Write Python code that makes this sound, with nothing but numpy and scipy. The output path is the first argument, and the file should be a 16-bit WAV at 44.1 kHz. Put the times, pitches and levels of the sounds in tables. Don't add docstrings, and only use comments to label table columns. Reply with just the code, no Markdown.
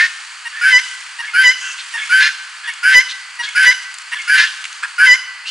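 import sys
import numpy as np
from scipy import signal
from scipy.fft import rfft, irfft, next_fast_len
from scipy.io import wavfile
from scipy.ndimage import uniform_filter1d

SR = 44100
rng = np.random.default_rng(int(sys.argv[2]) if len(sys.argv) > 2 else 0)


def waveform_to_disk(signal):
    frames = np.transpose(np.atleast_2d(signal))
    scaled = np.clip(frames, -1, 1) * 32767
    samples = np.round(scaled).astype(np.int16)
    wavfile.write(sys.argv[1], SR, samples)


N = 242550
TIME = np.arange(N) / SR
CRY_TIME = TIME[:SR // 4]

# start_s, flip_s, end_s, swell_s, low_db,
# low_overtone_db, beating_db, rasp_db, ending_db, ending_overtone_db, ending_pitch_hz, ending_kind
CRIES = [(-.13, 0.098, 0.2, .04, -10, -22, -18, -21, -9.5, -6, 352, "hoarse"),
         (.612, 0.1, 0.19, 0.054, -10.5, -25, -16.5, -21, -5, -15, 991, "clear"),
         (1.336, .098, .19, 0.056, -8.5, -18, -19, -22.5, -5.5, -13, 987, "clear"),
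         (2.095, .12, 0.2, 0.035, -9.5, -20, -21, -19.5, -10, 1, 338.6, "hoarse"),
         (2.828, 0.11, 0.19, .036, -10, -24, -15, -18, -3, -14, 992, "clear"),
         (3.549, 0.1113, .181, 0.063, -9, -18.5, -13.5, -17.5, -5, -13.5, 983, "clear"),
         (4.275, 0.1, 0.19, 0.062, -10, -16, -12, -19, -10, -0.5, 337.4, "hoarse"),
         (4.981, 0.081, 0.18, 0.053, -4.5, -23.5, -10, -20.5, -3.5, -14, 987.2, "clear")]
# frequency_hz, gain_db
LEAF = [(700, -21), (1200, 8), (2800, 11.5), (4500, 6), (7500, 6.5), (9000, 3.5), (11000, -6.5)]


def caller():
    rough, clear = side_tones(), np.zeros(N)
    for (start, flip, end, swell_s, low_db, low_overtone_db, _,
         rasp_db, ending_db, overtone_db, hz, kind) in CRIES:
        add(rough, from_db(low_db) * low_tone(flip, swell_s, low_overtone_db), start)
        if kind == "clear":
            add(clear, from_db(ending_db) * clear_ending(flip, end, hz, overtone_db), start)
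            rasp_db = rasp_db - 12.5 * gate(CRY_TIME, flip + .02, end - .02, edge_s=.03)
        else:
            add(rough, from_db(ending_db) * hoarse_ending(flip, end, hz, overtone_db), start)
        add(rough, from_db(rasp_db) * rasp(flip, end), start)
    soft_clucks = clucks()
    lurch = from_db(1.2 * wander(37))
    return soft_clucks + saturate(rough * lurch, clear)


def syrinx(pitch, harmonics, jitter, shimmer, flutter_hz, overtone_db=0, above=1):
    size, wave = len(pitch), 0
    fluttering_hz = pitch * (1 + jitter * wander(flutter_hz, size))
    phase = 2 * np.pi * np.cumsum(fluttering_hz) / SR + rng.uniform(0, 2 * np.pi)
    for k, db in harmonics:
        waver_db = 3 * np.clip(-db / 10, 0, 1) * wander(24, size)
        amplitude = from_db(db + waver_db + overtone_db * (k > above))
        wave = wave + amplitude * np.cos(k * phase + rng.uniform(0, 2 * np.pi))
    swing = np.exp(shimmer * 2 * np.tanh(wander(flutter_hz, size) / 2))
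    return rms_one(wave * swing)


def low_tone(flip, swell_s, overtone_db):
    # time_s, pitch_hz
    scoop = [(0, 1434), (.02, 1446), (.045, 1534), (.072, 1544), (.13, 1540)]
    # harmonic, level_db
    harmonics = [(1, 11.5), (2, -14.5), (3, 5.5), (4, -58), (6, -10), (7, 4.5)]
    # centre_hz, q, added_gain
    formants = [(2746, 8.2, 4.2), (4300, 4.8, 0.55)]
    pitch = np.interp(CRY_TIME, *np.transpose(scoop))
    voice = syrinx(pitch, harmonics, jitter=.01, shimmer=.14, flutter_hz=171,
                   overtone_db=overtone_db, above=2)
    voice *= envelope(0, flip + .002, attack_s=swell_s, attack_db=13, release_s=.024, release_db=8)
    return voice + sum(gain * resonate(voice, hz, q) for hz, q, gain in formants)


def rasp(flip, end, beat_hz=515, jitter=0.11, turbulence=0.017, rise_db_per_s=98, edge_s=0.0065):
    # frequency_hz, gain_db
    beak_shut = [(900, -17), (1200, -61), (1450, 9), (1750, 9), (2300, 14), (3000, 7), (3900, -77),
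                 (4800, 15), (5700, -5.5), (8000, -6.5), (9200, -6.5), (10400, 4.5), (11000, -4)]
    # frequency_hz, gain_db
    beak_open = [(900, -23), (1250, -7), (1750, 13.5), (2300, 3.5), (3100, -1), (4000, -3.5), (5000, -6.5),
                 (6400, -13.5), (8000, -17), (11000, -22.5)]
    size = len(CRY_TIME)
    cycles = np.cumsum(beat_hz * (1 + jitter * wander(300, size))) / SR
    slaps = np.diff(np.floor(cycles), prepend=0) * from_db(wander(190, size))
    breath = turbulence * rng.standard_normal(size) * (1 + 0.3 * np.cos(2 * np.pi * cycles))
    source = slaps + breath
    stretch = 1 + .015 * rng.uniform(-1, 1)
    shut = rms_one(colour(source, [(hz * stretch, db) for hz, db in beak_shut]))
    wide = rms_one(colour(source, beak_open))
    opening = np.clip(0.23 + (CRY_TIME / 0.12) ** 2, 0, 1)
    voice = (1 - opening) * shut + opening * wide
    level = envelope(edge_s / 2, end, attack_s=flip, attack_db=rise_db_per_s * flip,
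                     release_s=0.066, release_db=6.5, edge_s=edge_s)
    return from_db(6) * voice * level


def clear_ending(flip, end, hz, overtone_db, crescendo_db_per_s=105):
    # time_from_end_s, above_lowest_percent
    sag = [(-.11, 4.1), (-.08, 2.7), (-.062, .2), (-.042, 0), (-.028, 1.2), (-.015, 5.5), (0, 8.1)]
    # harmonic, level_db
    harmonics = [(1, -24.5), (2, 1), (3, -13), (4, -10.5), (5, 1), (6, -5.5), (7, -10), (8, -17), (9, -31),
                 (10, -22), (11, -21)]
    crest_s = end - 0.048
    effort_db = -crescendo_db_per_s * np.maximum(crest_s - CRY_TIME, 0)
    voice = syrinx(sagging(hz, end, sag), harmonics, jitter=.0055, shimmer=0.027, flutter_hz=118.5,
                   overtone_db=overtone_db + effort_db, above=3)
    level = envelope(flip - .007, end, attack_s=.016, attack_db=12, release_s=.03, release_db=17)
    return voice * from_db(effort_db) * level


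def hoarse_ending(flip, end, hz, overtone_db):
    # time_from_end_s, above_base_percent
    sag = [(-.1, 2.5), (-.07, 0.5), (-.05, 1.02), (-.027, 4), (0, 4.5)]
    # harmonic, level_db
    harmonics = [(3, -21.5), (4, -11.5), (5, 5), (6, -8), (7, -6), (8, -8), (9, -11), (10, -13),
                 (11, -10.5), (12, -10), (13, -12), (14, -14.5), (15, -11.5), (17, -18), (19, -17.5)]
    voice = syrinx(sagging(hz, end, sag), harmonics, jitter=.013, shimmer=.22, flutter_hz=217,
                   overtone_db=overtone_db, above=6)
    return voice * envelope(flip - .014, end, attack_s=.025, attack_db=11, release_s=.026, release_db=14)


def side_tones(upper_db=-22.5, hoarse_db=-15):
    # delay_s, length_s, start_hz, end_hz
    beating_tone = (.018, .045, 1635, 1710)
    # delay_s, length_s, start_hz, end_hz
    upper_tone = (.012, .034, 2350, 2260)
    # after_flip_s, length_s, start_hz, end_hz
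    hoarse_tone = (.002, .04, 2020, 2060)
    rows = []
    for start, flip, _, _, _, _, beating_db, *_, kind in CRIES:
        tones = [(start, beating_tone, beating_db), (start, upper_tone, upper_db)]
        if kind == "hoarse":
            tones.append((start + flip, hoarse_tone, hoarse_db))
        for s, (delay, length, start_hz, end_hz), db in tones:
            if s + delay + length > 0:
                rows.append((s + delay, length, start_hz, end_hz, db, 1))
    return notes(rows, [(1, 0)], jitter=0.012, shimmer=0.14, flutter_hz=200, edge_s=0.0076)


def saturate(rough, clear, max_swing=.9):
    reach = uniform_filter1d(np.abs(signal.hilbert(rough + clear)), size=6)
    return clear + rough / (1 + (reach / max_swing) ** 8) ** (1 / 8)


def clucks(length_s=0.038, fall_hz=15):
    # start_s, pitch_hz, level_db, roughness
    events = [(0.449, 938, -23.5, 0.22), (1.184, 938, -22.5, 0.22), (1.934, 921, -21, 0.13),
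              (2.671, 933, -21, 0.2), (3.387, 952, -20, 0.13), (4.115, 953, -20, 0.65),
              (4.824, 798, -19, 0.83)]
    # harmonic, level_db
    harmonics = [(1, -10), (2, 0.5), (3, -9.5), (4, -22), (5, -22), (6, -15.5), (9, -15.5), (10, -14.5),
                 (11, -14)]
    # frequency_hz, gain_db
    throat = [(700, -42), (950, 2), (1500, 2.5), (2000, 1), (3500, 3), (11000, -8)]
    rows = [(s, length_s, hz + fall_hz / 2, hz - fall_hz / 2, db, rough) for s, hz, db, rough in events]
    return colour(notes(rows, harmonics, jitter=0.108, shimmer=0.59, flutter_hz=332, edge_s=.015), throat)


def far_birds(low_hz=1665, rise_hz=54, high_hz=2200, fall_hz=60.4, low_rough=.33, high_rough=.18):
    # start_s, low_note_length_s, level_db
    answers = [(1.219, 0.05, -32), (1.963, .048, -28), (2.63, 0.058, -34.5), (3.42, .047, -30.5),
               (4.148, 0.035, -30)]
    # start_s, length_s, start_hz, end_hz, level_db, roughness
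    strays = [(0.525, 0.095, 1717, 1820, -35, 0.31), (1.605, 0.11, 1529, 1618, -36.5, .42),
              (1.608, 0.067, 2623, 2750, -43, 0.18), (5.449, .064, 2607, 3180, -39.5, .15)]
    # harmonic, level_db
    harmonics = [(1, 1), (2, -14), (3, -17)]
    # frequency_hz, gain_db
    distance = [(1200, 1.5), (3300, 13), (4200, -8), (7000, -0.5)]
    low = [(s, length, low_hz, low_hz + rise_hz, db, low_rough) for s, length, db in answers]
    high = [(s + length, .038, high_hz, high_hz - fall_hz, db - 2.5, high_rough)
            for s, length, db in answers]
    voices = notes(low + high + strays, harmonics, jitter=0.151, shimmer=0.97, flutter_hz=446, edge_s=0.017)
    return colour(voices, distance)


def snaps(decay_s=0.0031, crack_share=0.61, gain_db=-13):
    # start_s, level_db, centre_hz
    pecks = [(1.799, -28, 4230), (2.737, -21, 7150), (3.489, -18.5, 7200), (3.831, -23, 6300),
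             (3.941, -18.5, 8200), (3.985, -17.5, 8100), (4.019, -22.5, 8000), (4.219, -20, 6900),
             (4.641, -11, 2400), (4.653, -9.5, 1970), (4.728, -19.5, 5500), (4.748, -24, 3760)]
    out, t = np.zeros(N), TIME[:SR // 20]
    for s, db, hz in pecks:
        burst = rng.standard_normal(len(t)) * np.exp(-t / decay_s)
        snap = crack_share * burst + 2 * resonate(burst, hz, q=1.8)
        add(out, from_db(db + gain_db) * snap, s)
    return colour(out, LEAF)


def scratches(gain_db=2):
    # start_s, length_s, level_db, centre_hz
    swipes = [(0.252, 0.26, -50.5, 7500), (1.588, 0.15, -35.5, 6270), (1.784, 0.027, -28.5, 3550),
              (3.093, 0.031, -26, 3940), (3.428, 0.042, -28, 4080), (4.464, 0.019, -25, 3100),
              (5.467, .04, -29, 4300)]
    grains, out = crackle(), np.zeros(N)
    for s, length, db, hz in swipes:
        band = rms_one(resonate(grains, hz, q=4.2))
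        out += from_db(db + gain_db) * gate(TIME, s, s + length, edge_s=0.035) * band
    return out


def shuffling(gain_db=4):
    # time_s, level_db
    activity = [(0.0, -34.5), (0.44, -44.5), (0.83, -34.5), (1.13, -40.5), (1.39, -43), (1.55, -43),
                (1.91, -37), (2.17, -34), (2.36, -42.5), (3.45, -44), (3.61, -38.5), (3.97, -44.5),
                (4.27, -39.5), (4.46, -36.5), (4.72, -41), (5.1, -43), (5.25, -52), (5.5, -46)]
    level_db = np.interp(TIME, *np.transpose(activity)) + gain_db
    return from_db(level_db) * spread(crackle, width=0.31)


def crackle(cracks_per_s=5000):
    cracks = rng.random(N) < cracks_per_s / SR
    sizes = from_db(0.5 * np.minimum(rng.exponential(1, N), 5) + 1.2 * wander(44))
    return rms_one(colour(cracks * sizes * rng.choice([-1, 1], N), LEAF))


def air(level_db=-28):
    # frequency_hz, gain_db
    hiss = [(300, 9), (700, -11.5), (1050, -8.5), (1500, -3.5), (2200, -5.5), (3000, -8.5), (3700, -21.5),
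            (4500, -5.5), (5800, -27.5), (8000, -19.5), (11000, -32)]
    return from_db(level_db) * spread(lambda: rms_one(colour(rng.standard_normal(N), hiss)), width=0.24)


def trees(x, t60_s=1.2, treble_t60_s=0.87, build_s=0.0061, early_db=5, early_s=0.085, gain_db=-15):
    # frequency_hz, gain_db
    response = [(800, 3.5), (1550, 4), (2000, -2), (2800, 7.5), (4000, 7), (5000, 7), (6000, 10),
                (7500, 6.5), (11000, 10)]
    t = TIME[:SR * 3 // 2]
    scatter = spread(lambda: rng.standard_normal(len(t)), width=0.28)
    low = signal.sosfiltfilt(signal.butter(2, 3500, fs=SR, output="sos"), scatter)
    onset = (1 - np.exp(-t / build_s)) * (1 + from_db(early_db) * np.exp(-t / early_s))
    fade = onset * from_db(-60 * t / t60_s)
    treble_fade = onset * from_db(-60 * t / treble_t60_s)
    echo = (low * fade + (scatter - low) * treble_fade) / np.sqrt(np.sum(fade ** 2))
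    return from_db(gain_db) * signal.fftconvolve(colour(x, response)[None], echo, axes=1)[:, :N]


def capsules(x):
    # frequency_hz, left_lead_rad
    phase = [(300, -0.48), (1000, -0.58), (2000, -.38), (4000, -0.47), (7000, -0.22), (11000, -0.82)]
    lead = np.interp(np.fft.rfftfreq(2 * N, 1 / SR), *np.transpose(phase))
    rotation = np.exp(.5j * lead * np.array([[1], [-1]]))
    return irfft(rfft(x, 2 * N) * rotation)[:, :N]


def notes(rows, harmonics, jitter, shimmer, flutter_hz, edge_s):
    out = np.zeros(N)
    for s, length, start_hz, end_hz, db, rough in rows:
        at = np.flatnonzero((TIME > s - edge_s) & (TIME < s + length + edge_s))
        pitch = np.interp(TIME[at], [s, s + length], [start_hz, end_hz])
        voice = syrinx(pitch, harmonics, jitter * rough, shimmer * np.sqrt(rough), flutter_hz)
        out[at] += from_db(db) * gate(TIME[at], s + edge_s / 3, s + length - edge_s / 3, edge_s) * voice
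    return out


def sagging(hz, end, sag):
    return hz * (1 + np.interp(CRY_TIME - end, *np.transpose(sag)) / 100)


def envelope(start, end, attack_s, attack_db, release_s, release_db, edge_s=0.0063):
    rise = np.clip(1 - (CRY_TIME - start) / attack_s, 0, 1)
    fall = np.clip(1 - (end - CRY_TIME) / release_s, 0, 1)
    return gate(CRY_TIME, start, end, edge_s) * from_db(-attack_db * rise - release_db * fall)


def gate(t, start, end, edge_s):
    return np.sin(np.pi / 2 * np.clip(np.minimum(t - start, end - t) / edge_s + .5, 0, 1)) ** 2


def resonate(x, hz, q):
    return signal.lfilter(*signal.iirpeak(hz, q, fs=SR), x)


def colour(x, spectrum):
    hz, db = np.transpose(spectrum)
    size = next_fast_len(x.shape[-1] + 2048)
    grid_hz = np.maximum(np.fft.rfftfreq(size, 1 / SR), 1)
    gain = from_db(np.interp(np.log(grid_hz), np.log(hz), db))
    return irfft(rfft(x, size) * gain, size)[..., :x.shape[-1]]


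def wander(rate_hz, size=N):
    sos = signal.butter(2, rate_hz, fs=SR, output="sos")
    return rms_one(signal.sosfilt(sos, rng.standard_normal(size + 8000))[8000:])


def spread(make, width):
    return (make() + width * make() * np.array([[1], [-1]])) / np.hypot(1, width)


def add(out, x, start_s):
    at = round(start_s * SR) + np.arange(len(x))
    inside = (at >= 0) & (at < N)
    out[at[inside]] += x[inside]


def from_db(db):
    return 10 ** (np.asarray(db) / 20)


def rms_one(x):
    return x / np.sqrt(np.mean(x ** 2) + 1e-20)


def scene():
    near = caller() + snaps() + scratches()
    flock = far_birds()
    direct = near + flock + shuffling() + air()
    return capsules(direct + trees(near + from_db(11) * flock))


def record(dry, low_cut_hz=905, band_edge_hz=11050, ceiling=0.97, cutoff_hz=16000):
    x = signal.sosfilt(signal.butter(6, low_cut_hz, "high", fs=SR, output="sos"), dry)
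    x = signal.sosfilt(signal.ellip(12, .1, 80, band_edge_hz, fs=SR, output="sos"), x)
    x = np.clip(x, -ceiling, ceiling)
    return signal.sosfilt(signal.ellip(10, .1, 70, cutoff_hz, fs=SR, output="sos"), x)


dry = scene()
out = record(dry)
waveform_to_disk(out)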